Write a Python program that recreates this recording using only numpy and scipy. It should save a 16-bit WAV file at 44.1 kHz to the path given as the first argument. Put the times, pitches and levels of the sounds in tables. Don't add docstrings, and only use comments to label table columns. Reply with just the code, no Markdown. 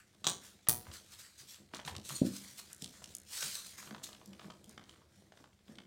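import sys
import numpy as np
from scipy import signal
from scipy.io import wavfile
from scipy.ndimage import uniform_filter1d

SR = 44100
rng = np.random.default_rng(int(sys.argv[2]) if len(sys.argv) > 2 else 0)


def generate_wav(signal):
    frames = np.transpose(np.atleast_2d(signal))
    scaled = np.clip(frames, -1, 1) * 32767
    pcm = np.round(scaled).astype(np.int16)
    wavfile.write(sys.argv[1], SR, pcm)


N = 258470
TIME = np.arange(N) / SR
SHORT = np.arange(SR // 10) / SR
LIGHT_DB = -65

# (time [s], level [dB], pitch of the push [Hz], half length [s])
BUMPS = [(.895, -36, 84.5, 0.011), (1.425, -50.5, 131, .012), (1.61, -49.5, 199, 0.0079),
         (1.741, -38.5, 268, .002), (1.868, -40, 150, .008), (1.926, -37, 85, 0.011),
         (1.972, -37.5, 90, 0.0094), (2.122, -37, 139, .011), (2.2195, -12, 231, .002),
         (2.827, -39.5, 200, 0.0027), (3.45, -47.5, 149, 0.011), (3.914, -44, 340, .002),
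         (3.928, -39, 211, .012), (4.29, -38.5, 197, .012), (4.462, -39.5, 190, .009),
         (4.682, -45, 201, .012), (4.782, -46, 200, 0.0062), (5.19, -52.5, 198, .014),
         (5.41, -51, 280, 0.0027), (5.697, -42, 210, 0.0048), (5.785, -45, 228, 0.0058)]
# (time [s], rumble level [dB])
HAND_WEIGHT = [(0, -74.5), (.35, -69), (.55, -66), (.62, -73.5), (.82, -65), (1.08, -73.5), (1.69, -75),
               (1.8, -64.5), (2.5, -66.5), (2.75, -71), (3.02, -64), (3.3, -71), (3.75, -71), (3.86, -60),
               (4.22, -65), (4.4, -63.5), (4.9, -64.5), (5.06, -70.5), (5.45, -68.5), (5.6, -77),
               (5.86, -69)]


def gain_of(db):
    return 10 ** (np.asarray(db) / 20)


def unit_power(x):
    return x / np.sqrt(np.mean(x ** 2) + 1e-20)


def unit_hit(x):
    return x / np.sqrt(np.sum(x ** 2) * 1000 / SR + 1e-20)


def at_pitch(points, hz):
    freqs, values = np.transpose(points)
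    return np.interp(np.log(hz + 1), np.log(freqs + 1), values)


def over_time(points):
    return np.interp(TIME, *np.transpose(points))


def add(mix, start, sound):
    part = mix[max(round(start * SR), 0):][:len(sound)]
    part += sound[:len(part)]


def colour(x, db_at, size=4096):
    hz = abs(np.fft.fftfreq(size, 1 / SR))
    log_gain = np.log(gain_of(np.maximum(db_at(hz), -90)))
    taps = np.fft.ifft(np.exp(np.conj(signal.hilbert(log_gain)))).real[:size // 2]
    return signal.oaconvolve(x, taps)[:len(x)]


def shaped(x, points):
    return unit_power(colour(x, lambda hz: at_pitch(points, hz)))


def swell(fade_s, rise_s):
    return np.minimum(SHORT / rise_s, 1) ** 2 * np.exp(-np.maximum(SHORT - rise_s, 0) / fade_s)


def chatter(fade_s, rise_s=1e-4):
    return rng.standard_normal(len(SHORT)) * swell(fade_s, rise_s)


def ring(tones, t):
    return sum((-1) ** k * gain_of(db - 60 * t / ring_s) * np.sin(2 * np.pi * hz * t)
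               for k, (hz, db, ring_s) in enumerate(tones))


def friction(slips_per_s, size_db, slip_share):
    slips = (rng.random(N) < slips_per_s / SR) * rng.standard_normal(N)
    slips *= gain_of(size_db * np.minimum(rng.exponential(1, N), 4))
    return np.sqrt(1 - slip_share) * rng.standard_normal(N) + np.sqrt(slip_share) * unit_power(slips)


def wandering(x, depth_db):
    spectrum = signal.stft(x, SR, nperseg=512)[2]
    patches = uniform_filter1d(rng.standard_normal(spectrum.shape), size=5, axis=0)
    patches = unit_power(uniform_filter1d(patches, size=12, axis=1))
    return unit_power(signal.istft(spectrum * gain_of(depth_db * patches), SR, nperseg=512)[1][:N])


def still_air(level_db=-80):
    # (frequency [Hz], level [dB])
    air_tone = [(30, 5.5), (200, 4), (600, -5), (1500, -5.5), (3500, -4.5), (8000, -7), (15000, -16.5)]
    return gain_of(level_db) * shaped(rng.standard_normal(N), air_tone)


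def echoes(x, build_up_s=0.0039):
    # (frequency [Hz], time to fall by 60 dB [s])
    echo_times = [(100, 0.52), (300, 0.4), (1000, 0.27), (4000, 0.2), (10000, 0.08), (16000, 0.05)]
    # (frequency [Hz], level [dB])
    echo_levels = [(100, 1), (300, 0), (1000, -4), (3000, -11), (8000, -12), (15000, -17)]
    hz, t, spectrum = signal.stft(rng.standard_normal(SR // 2), SR, nperseg=256)
    ring_s = at_pitch(echo_times, hz)[:, None]
    spectrum *= gain_of(at_pitch(echo_levels, hz)[:, None] - 60 * t / ring_s)
    spectrum *= np.sqrt(2 * np.log(1000) / (ring_s * SR))
    tail = signal.istft(spectrum, SR, nperseg=256)[1]
    tail *= 1 - np.exp(-(np.arange(len(tail)) / SR / build_up_s) ** 2)
    return signal.fftconvolve(x, tail)[:N]


def underbody_rumble(gain_db=-1, deep_db=-72.5, deep_slope=0.25):
    # (frequency [Hz], level [dB])
    rumble_tone = [(70, -24), (115, -7), (142, 0), (170, -6), (200, 4), (230, -4.5), (285, -8), (338, -3.5),
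                   (410, -10.5), (520, -10), (700, -14), (1000, -21.5), (2000, -50.5)]
    # (frequency [Hz], level [dB])
    deep_tone = [(20, -36), (40, -18), (65, -2.5), (85, 0), (110, -3), (160, -19.5), (400, -50)]
    stir_db, limit_db, rise_s, fade_s = -15, -55, 0.013, 0.052
    power = gain_of(over_time(HAND_WEIGHT)) ** 2
    for when, db, _, _ in BUMPS:
        age = TIME - when
        stir = np.exp(-np.maximum(-age / rise_s, age / fade_s))
        power += (gain_of(min(db + stir_db, limit_db)) * stir) ** 2
    level = 10 * np.log10(power)
    rumble = shaped(friction(slips_per_s=120, size_db=2, slip_share=.4), rumble_tone)
    deep = shaped(rng.standard_normal(N), deep_tone)
    return gain_of(level + gain_db) * rumble + gain_of(deep_db + deep_slope * (level - LIGHT_DB)) * deep


def rubbing_levels(creep_body_db=-73.5, creep_slope=.62, rise_share=0.81):
    # (time [s], hiss level [dB])
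    creep_levels = [(0, -75), (.62, -72), (.85, -65), (1.3, -65), (1.56, -67), (1.68, -76), (2.02, -67),
                    (2.2, -59), (2.6, -59.5), (2.78, -69.5), (2.93, -62.5), (3.22, -69.5), (3.8, -62.5),
                    (4, -67.5), (4.55, -71.5), (5.07, -77), (5.6, -79), (5.86, -75)]
    # (time [s], hiss level [dB], body relative to hiss [dB])
    sleeve_slide = [(3.26, -65, -28), (3.27, -62, -18), (3.332, -44.5, -11), (3.45, -40.5, -11),
                    (3.534, -47.5, -14.5), (3.556, -43.5, -11), (3.628, -57.5, -6.5), (3.662, -51.5, -11),
                    (3.76, -60.5, -11)]
    # (firmest moment [s], hiss level [dB], fade time [s], body relative to hiss [dB])
    strokes = [(.004, -63, .012, 0), (.455, -56, 0.038, -7), (.882, -63, .02, 1),
               (0.948, -49.5, 0.019, -8.5), (1.133, -54.5, 0.019, -6), (1.198, -51, 0.011, -7.5),
               (1.235, -58.5, 0.023, -11), (1.399, -51.5, .016, -12), (1.507, -54.5, 0.033, -12),
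               (1.752, -54, .012, -8), (1.864, -50.5, 0.0085, -12), (1.886, -50, 0.013, -2),
               (2.06, -48.5, 0.011, -14), (2.111, -44.5, 0.029, -13), (2.166, -46, 0.016, -19),
               (2.263, -48, 0.017, -9), (2.354, -47.5, 0.021, -13.5), (2.445, -57, 0.059, -11.5),
               (2.591, -48, .01, -11), (2.714, -59, .012, -1), (2.815, -57, 0.02, -9),
               (2.955, -61.5, 0.018, -6), (3.03, -58.5, 0.0089, -11), (3.108, -60.5, .026, -15),
               (3.79, -48, 0.011, -5), (3.843, -55.5, 0.034, -3), (4.04, -38.5, 0.0046, -19),
               (4.075, -58.5, 0.028, -6), (4.44, -65, 0.037, 0.5), (4.705, -66.5, .03, -6),
               (4.91, -67.5, 0.038, -3), (5.175, -70, 0.062, -6), (5.39, -70, .04, -5),
               (5.705, -67.5, .035, -3.5)]
    creep_hiss = over_time(creep_levels)
    creep = [creep_hiss, creep_body_db + creep_slope * (creep_hiss - LIGHT_DB)]
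    times, db, body_db = np.transpose(sleeve_slide)
    sleeve = [np.interp(TIME, times, level, -np.inf, -np.inf) for level in (db, db + body_db)]
    hiss, body = gain_of(creep) ** 2 + gain_of(sleeve) ** 2
    for when, db, fade_s, body_db in strokes:
        age = (TIME - when) / fade_s
        drop = np.where(age < 0, abs(age / rise_share) ** 1.73, abs(age) ** 1.3)
        power = gain_of(db) ** 2 * np.exp(-np.minimum(drop, 20))
        hiss += power
        body += power * gain_of(body_db) ** 2
    return 10 * np.log10(hiss), 10 * np.log10(body)


def glove_and_sleeve(hiss_gain_db=-0.63, body_gain_db=-1.5, catch_db=1.4, firm_db=-55, treble_hz=7000):
    # (frequency [Hz], level [dB])
    hiss_tone = [(1200, -30), (2400, -7), (3400, -1), (4300, 0.2), (5300, -1), (7000, -0.5), (9300, -2),
                 (10500, -8), (14000, -9), (16000, -14.5)]
    # (frequency [Hz], level [dB])
    body_tone = [(200, -12.5), (500, -6.5), (800, -8), (1050, -2.5), (1400, 2.5), (1850, 2.5), (2400, -.5),
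                 (3100, -12), (6000, -35)]
    hiss_db, body_db = rubbing_levels()
    wobble = uniform_filter1d(uniform_filter1d(rng.standard_normal(N), size=300), size=200)
    catch = catch_db * unit_power(wobble)
    hiss_db, body_db = hiss_db + catch, body_db + catch
    hiss = shaped(friction(slips_per_s=1500, size_db=2.5, slip_share=0.29), hiss_tone)
    hiss = wandering(hiss, depth_db=2.5)
    dull = signal.sosfiltfilt(signal.butter(2, treble_hz, fs=SR, output="sos"), hiss)
    treble_gain = gain_of(0.2 * np.minimum(hiss_db - firm_db, 0))
    hiss = dull + (hiss - dull) * treble_gain
    body = shaped(friction(slips_per_s=600, size_db=3, slip_share=0.31), body_tone)
    body = wandering(body, depth_db=3)
    return gain_of(hiss_db + hiss_gain_db) * hiss + gain_of(body_db + body_gain_db) * body


def singing_rod():
    # (time [s], level [dB], half length [s])
    drags = [(2.163, -40.5, 0.0082)]
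    # (frequency [Hz], width [Hz], level [dB])
    high_tones = [(4340, 200, -5), (6850, 270, -3.5), (8640, 200, -0.5)]
    def peaks_db(hz):
        peaks = sum(gain_of(db) / (1 + (2 * (hz - centre) / width) ** 2)
                    for centre, width, db in high_tones)
        return 20 * np.log10(peaks)
    stroke = sum(gain_of(db) * np.exp(-.5 * ((TIME - when) / half_s) ** 2) for when, db, half_s in drags)
    return stroke * unit_power(colour(rng.standard_normal(N), peaks_db))


def settling_joints(count=56, above_db=10, scatter_db=2.5, low_hz=550, high_hz=3200):
    when, pitch = rng.random((count, 2)).T
    times = when * N / SR
    db = np.interp(times, *np.transpose(HAND_WEIGHT)) + above_db + scatter_db * rng.standard_normal(count)
    return list(zip(times, db, low_hz * (high_hz / low_hz) ** pitch))


def linkage_ticks(gain_db=0.42, floor_db=-25, click_db=-11, knock_db=-11, knock_hz=2200):
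    # (time [s], level [dB], centre pitch [Hz])
    ticks = [(.67, -39.5, 1500), (0.674, -39, 1610), (.868, -45, 1100), (0.915, -44.5, 2200),
             (1.544, -46, 3880), (1.7365, -36, 1000), (1.7472, -37, 4060), (1.7598, -43, 1900),
             (1.768, -41.5, 4240), (1.7924, -40, 1200), (1.7985, -41.5, 1700), (1.8505, -40, 3100),
             (1.8766, -34.5, 2300), (1.8806, -33.5, 1400), (1.9514, -40.5, 2400), (1.965, -36.5, 4300),
             (2.0963, -38, 2700), (2.1055, -38, 1400), (2.7303, -39, 7500), (2.8216, -35.5, 5400),
             (2.8433, -34.5, 4650), (3.0196, -50, 700), (3.0414, -38.5, 4400), (3.1504, -33, 7260),
             (3.425, -32.5, 3600), (3.4282, -32.5, 2590), (3.8278, -45, 1600), (3.909, -41, 1500),
             (3.947, -38.5, 1400), (4.0676, -47, 3000), (4.0897, -47, 850), (4.1303, -46, 3900),
             (4.149, -48.5, 2590), (4.2139, -49.5, 1200), (4.259, -48, 6770), (4.3325, -48.5, 2200),
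             (4.3952, -43.5, 1580), (4.4439, -47, 700), (4.5013, -43.5, 1500), (4.5046, -45, 1910),
             (4.6426, -50.5, 5930), (4.6939, -47.5, 7000), (4.7777, -41, 1550), (4.839, -54, 3600),
             (4.894, -46, 3040), (5.0173, -55, 800), (5.3215, -48.5, 1650), (5.3737, -52, 2200),
             (5.441, -49, 1500), (5.6815, -54.5, 1900), (5.7553, -53, 3000), (5.785, -42, 1870)]
    # (frequency [Hz], level [dB])
    linkage_tone = [(150, -2), (400, 4), (650, 5), (850, 3), (1150, 5), (1500, 1), (2050, -2), (2600, -3),
                    (3200, 4.5), (3900, -0.5), (6000, 0), (9500, 1.5), (11000, -2.5), (16000, -1)]
    out = np.zeros(N)
    for when, db, centre in ticks + settling_joints():
        hardness = centre / 2000
        fade_s, spread_octaves = 0.0027 * hardness ** -.35, 0.8 * hardness ** -0.4
        def tone_db(hz):
            hump = np.exp(-.5 * (np.log2((hz + 1) / centre) / spread_octaves) ** 2)
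            knock = gain_of(knock_db) ** 2 / (1 + (centre / knock_hz) ** 4) / (1 + (hz / centre) ** 4)
            treble_cut = 1 + (hz / (3.5 * centre)) ** 4
            power = (hump + gain_of(floor_db) ** 2 + knock) / treble_cut
            return 10 * np.log10(power) + at_pitch(linkage_tone, hz)
        click = gain_of(click_db) * unit_hit(signal.unit_impulse(len(SHORT)))
        touch = click + unit_hit(chatter(fade_s))
        add(out, when, gain_of(db + gain_db) * unit_hit(colour(touch, tone_db)))
    return out


def panel_thuds(hum_db=-9, hum_delay_s=.006, slap_hz=540, slap_db=-14, slap_half_s=.002):
    # (frequency [Hz], level [dB], ring time [s])
    panel_tones = [(85, -14, .3), (125.4, -9.5, .3), (196, -4, 0.55), (250, -0.5, 0.26), (284.3, -5.5, 0.3),
                   (332, -2, 0.22), (392, -11, 0.16), (514, -10.5, 0.13), (620, -17, 0.093),
                   (760, -17.5, .08), (980, -25, .06)]
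    hum = unit_hit(ring(panel_tones, TIME[:SR // 2]))
    out = np.zeros(N)
    for when, db, push_hz, half_s in BUMPS:
        age, sudden = TIME - when, min(slap_half_s / half_s, 1)
        push = np.exp(-.5 * (age / half_s) ** 2)
        swing, slap = (unit_hit(push * np.sin(2 * np.pi * hz * age)) for hz in (push_hz, slap_hz))
        out += gain_of(db) * (swing + sudden * gain_of(slap_db) * slap)
        add(out, when + hum_delay_s, np.sqrt(sudden) * gain_of(db + hum_db) * hum)
    return out


def spring_clip(crack_fade_s=.003, ping_fade_s=0.0011, second_fade_s=.0012, hum_db=-40):
    snaps = [(.6854, -19.5, .0017, 9635, -14, 12660, -22), (0.6945, -18.5, 0.00058, 15160, -23, 13210, -32)]
    # (frequency [Hz], level [dB])
    crack_tone = [(40, -10.5), (80, 0.5), (190, 2), (330, -4), (550, -2), (760, 4), (1000, -2.5),
                  (2500, -6.5), (4500, -.5), (8000, 2), (11000, 1), (13500, 1.5), (15200, 3), (16200, -5.5)]
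    # (frequency [Hz], level [dB], ring time [s])
    bracket_tones = [(735, 0, 0.43), (969, -7, 0.45)]
    out = np.zeros(N)
    for when, crack_db, rise_s, ping_hz, ping_db, second_hz, second_db in snaps:
        crack = shaped(chatter(crack_fade_s, rise_s), crack_tone)
        add(out, when, gain_of(crack_db) * unit_hit(crack))
        for hz, db, fade_s in ((ping_hz, ping_db, ping_fade_s), (second_hz, second_db, second_fade_s)):
            ping = swell(fade_s, rise_s) * np.sin(2 * np.pi * hz * SHORT)
            add(out, when, gain_of(db) * unit_hit(ping))
    shut_at = snaps[-1][0]
    add(out, shut_at, gain_of(hum_db) * unit_hit(ring(bracket_tones, TIME[:SR // 2])))
    return out


def rod_clank(ring_db=-4, rattle_db=-2):
    # (time [s], level [dB], treble boost [dB per octave], rattle fade time [s])
    knocks = [(0.2425, -38, -0.5, 0.00092), (0.2443, -30, -1.5, 0.0027), (.2530, -34, 1, .0012),
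              (0.26, -46, -1, .003), (.2680, -18, .3, 0.0019), (.2733, -21, 1.5, .0016),
              (0.2793, -30.5, 2, .002), (0.287, -33, 4.5, .004), (0.2963, -26, 7, 0.0039)]
    # (frequency [Hz], level [dB], ring time [s])
    rod_tones = [(630, -19.5, .03), (1125, -7, 0.02), (1880, -14, 0.023), (3370, -1, .013),
                 (3970, 0, 0.014), (4400, -10, .015), (5900, -2.5, 0.015), (6880, -1, .016),
                 (8020, -14, .02), (8540, -9, .02), (10550, -20, .02), (15200, -18, .015)]
    # (frequency [Hz], level [dB])
    rattle_tone = [(40, -20), (80, -3.5), (170, 1), (330, -5.5), (500, -3), (700, -4), (1050, 1.5),
                   (2200, -8.5), (3600, 4), (5000, -4.5), (7000, 0), (9000, -7), (10200, -19), (15500, -23)]
    ringing = gain_of(ring_db) * unit_hit(ring(rod_tones, SHORT))
    out = np.zeros(N)
    for when, db, boost, fade_s in knocks:
        rattle = gain_of(rattle_db) * unit_hit(shaped(chatter(fade_s), rattle_tone))
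        hit = colour(ringing + rattle, lambda hz: boost * np.log2(np.clip(hz, 2000, 9000) / 2000))
        add(out, when, gain_of(db) * unit_hit(hit))
    return out


def scene(tick_echo_db=-3, thud_echo_db=-12):
    metal, ticks, thuds = rod_clank() + spring_clip(), linkage_ticks(), panel_thuds()
    echo = echoes(metal + gain_of(tick_echo_db) * ticks + gain_of(thud_echo_db) * thuds)
    hits = metal + ticks + thuds + echo
    return (hits + still_air() + glove_and_sleeve() + singing_rod() + underbody_rumble())[None]


def record(dry, mains_hz=60, feedback=0.64, top_hz=16250):
    period, repeats = round(SR / mains_hz), np.arange(24)
    comb = np.zeros(period * len(repeats) + 1)
    comb[0] = 1
    comb[period::period] = -(1 - feedback) * feedback ** repeats
    combed = signal.oaconvolve(dry, comb[None])[:, :N]
    treble_cut = signal.firwin(255, top_hz, window=("kaiser", 8), fs=SR)
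    return signal.oaconvolve(combed, treble_cut[None], "same")


dry = scene()
out = record(dry)
generate_wav(out)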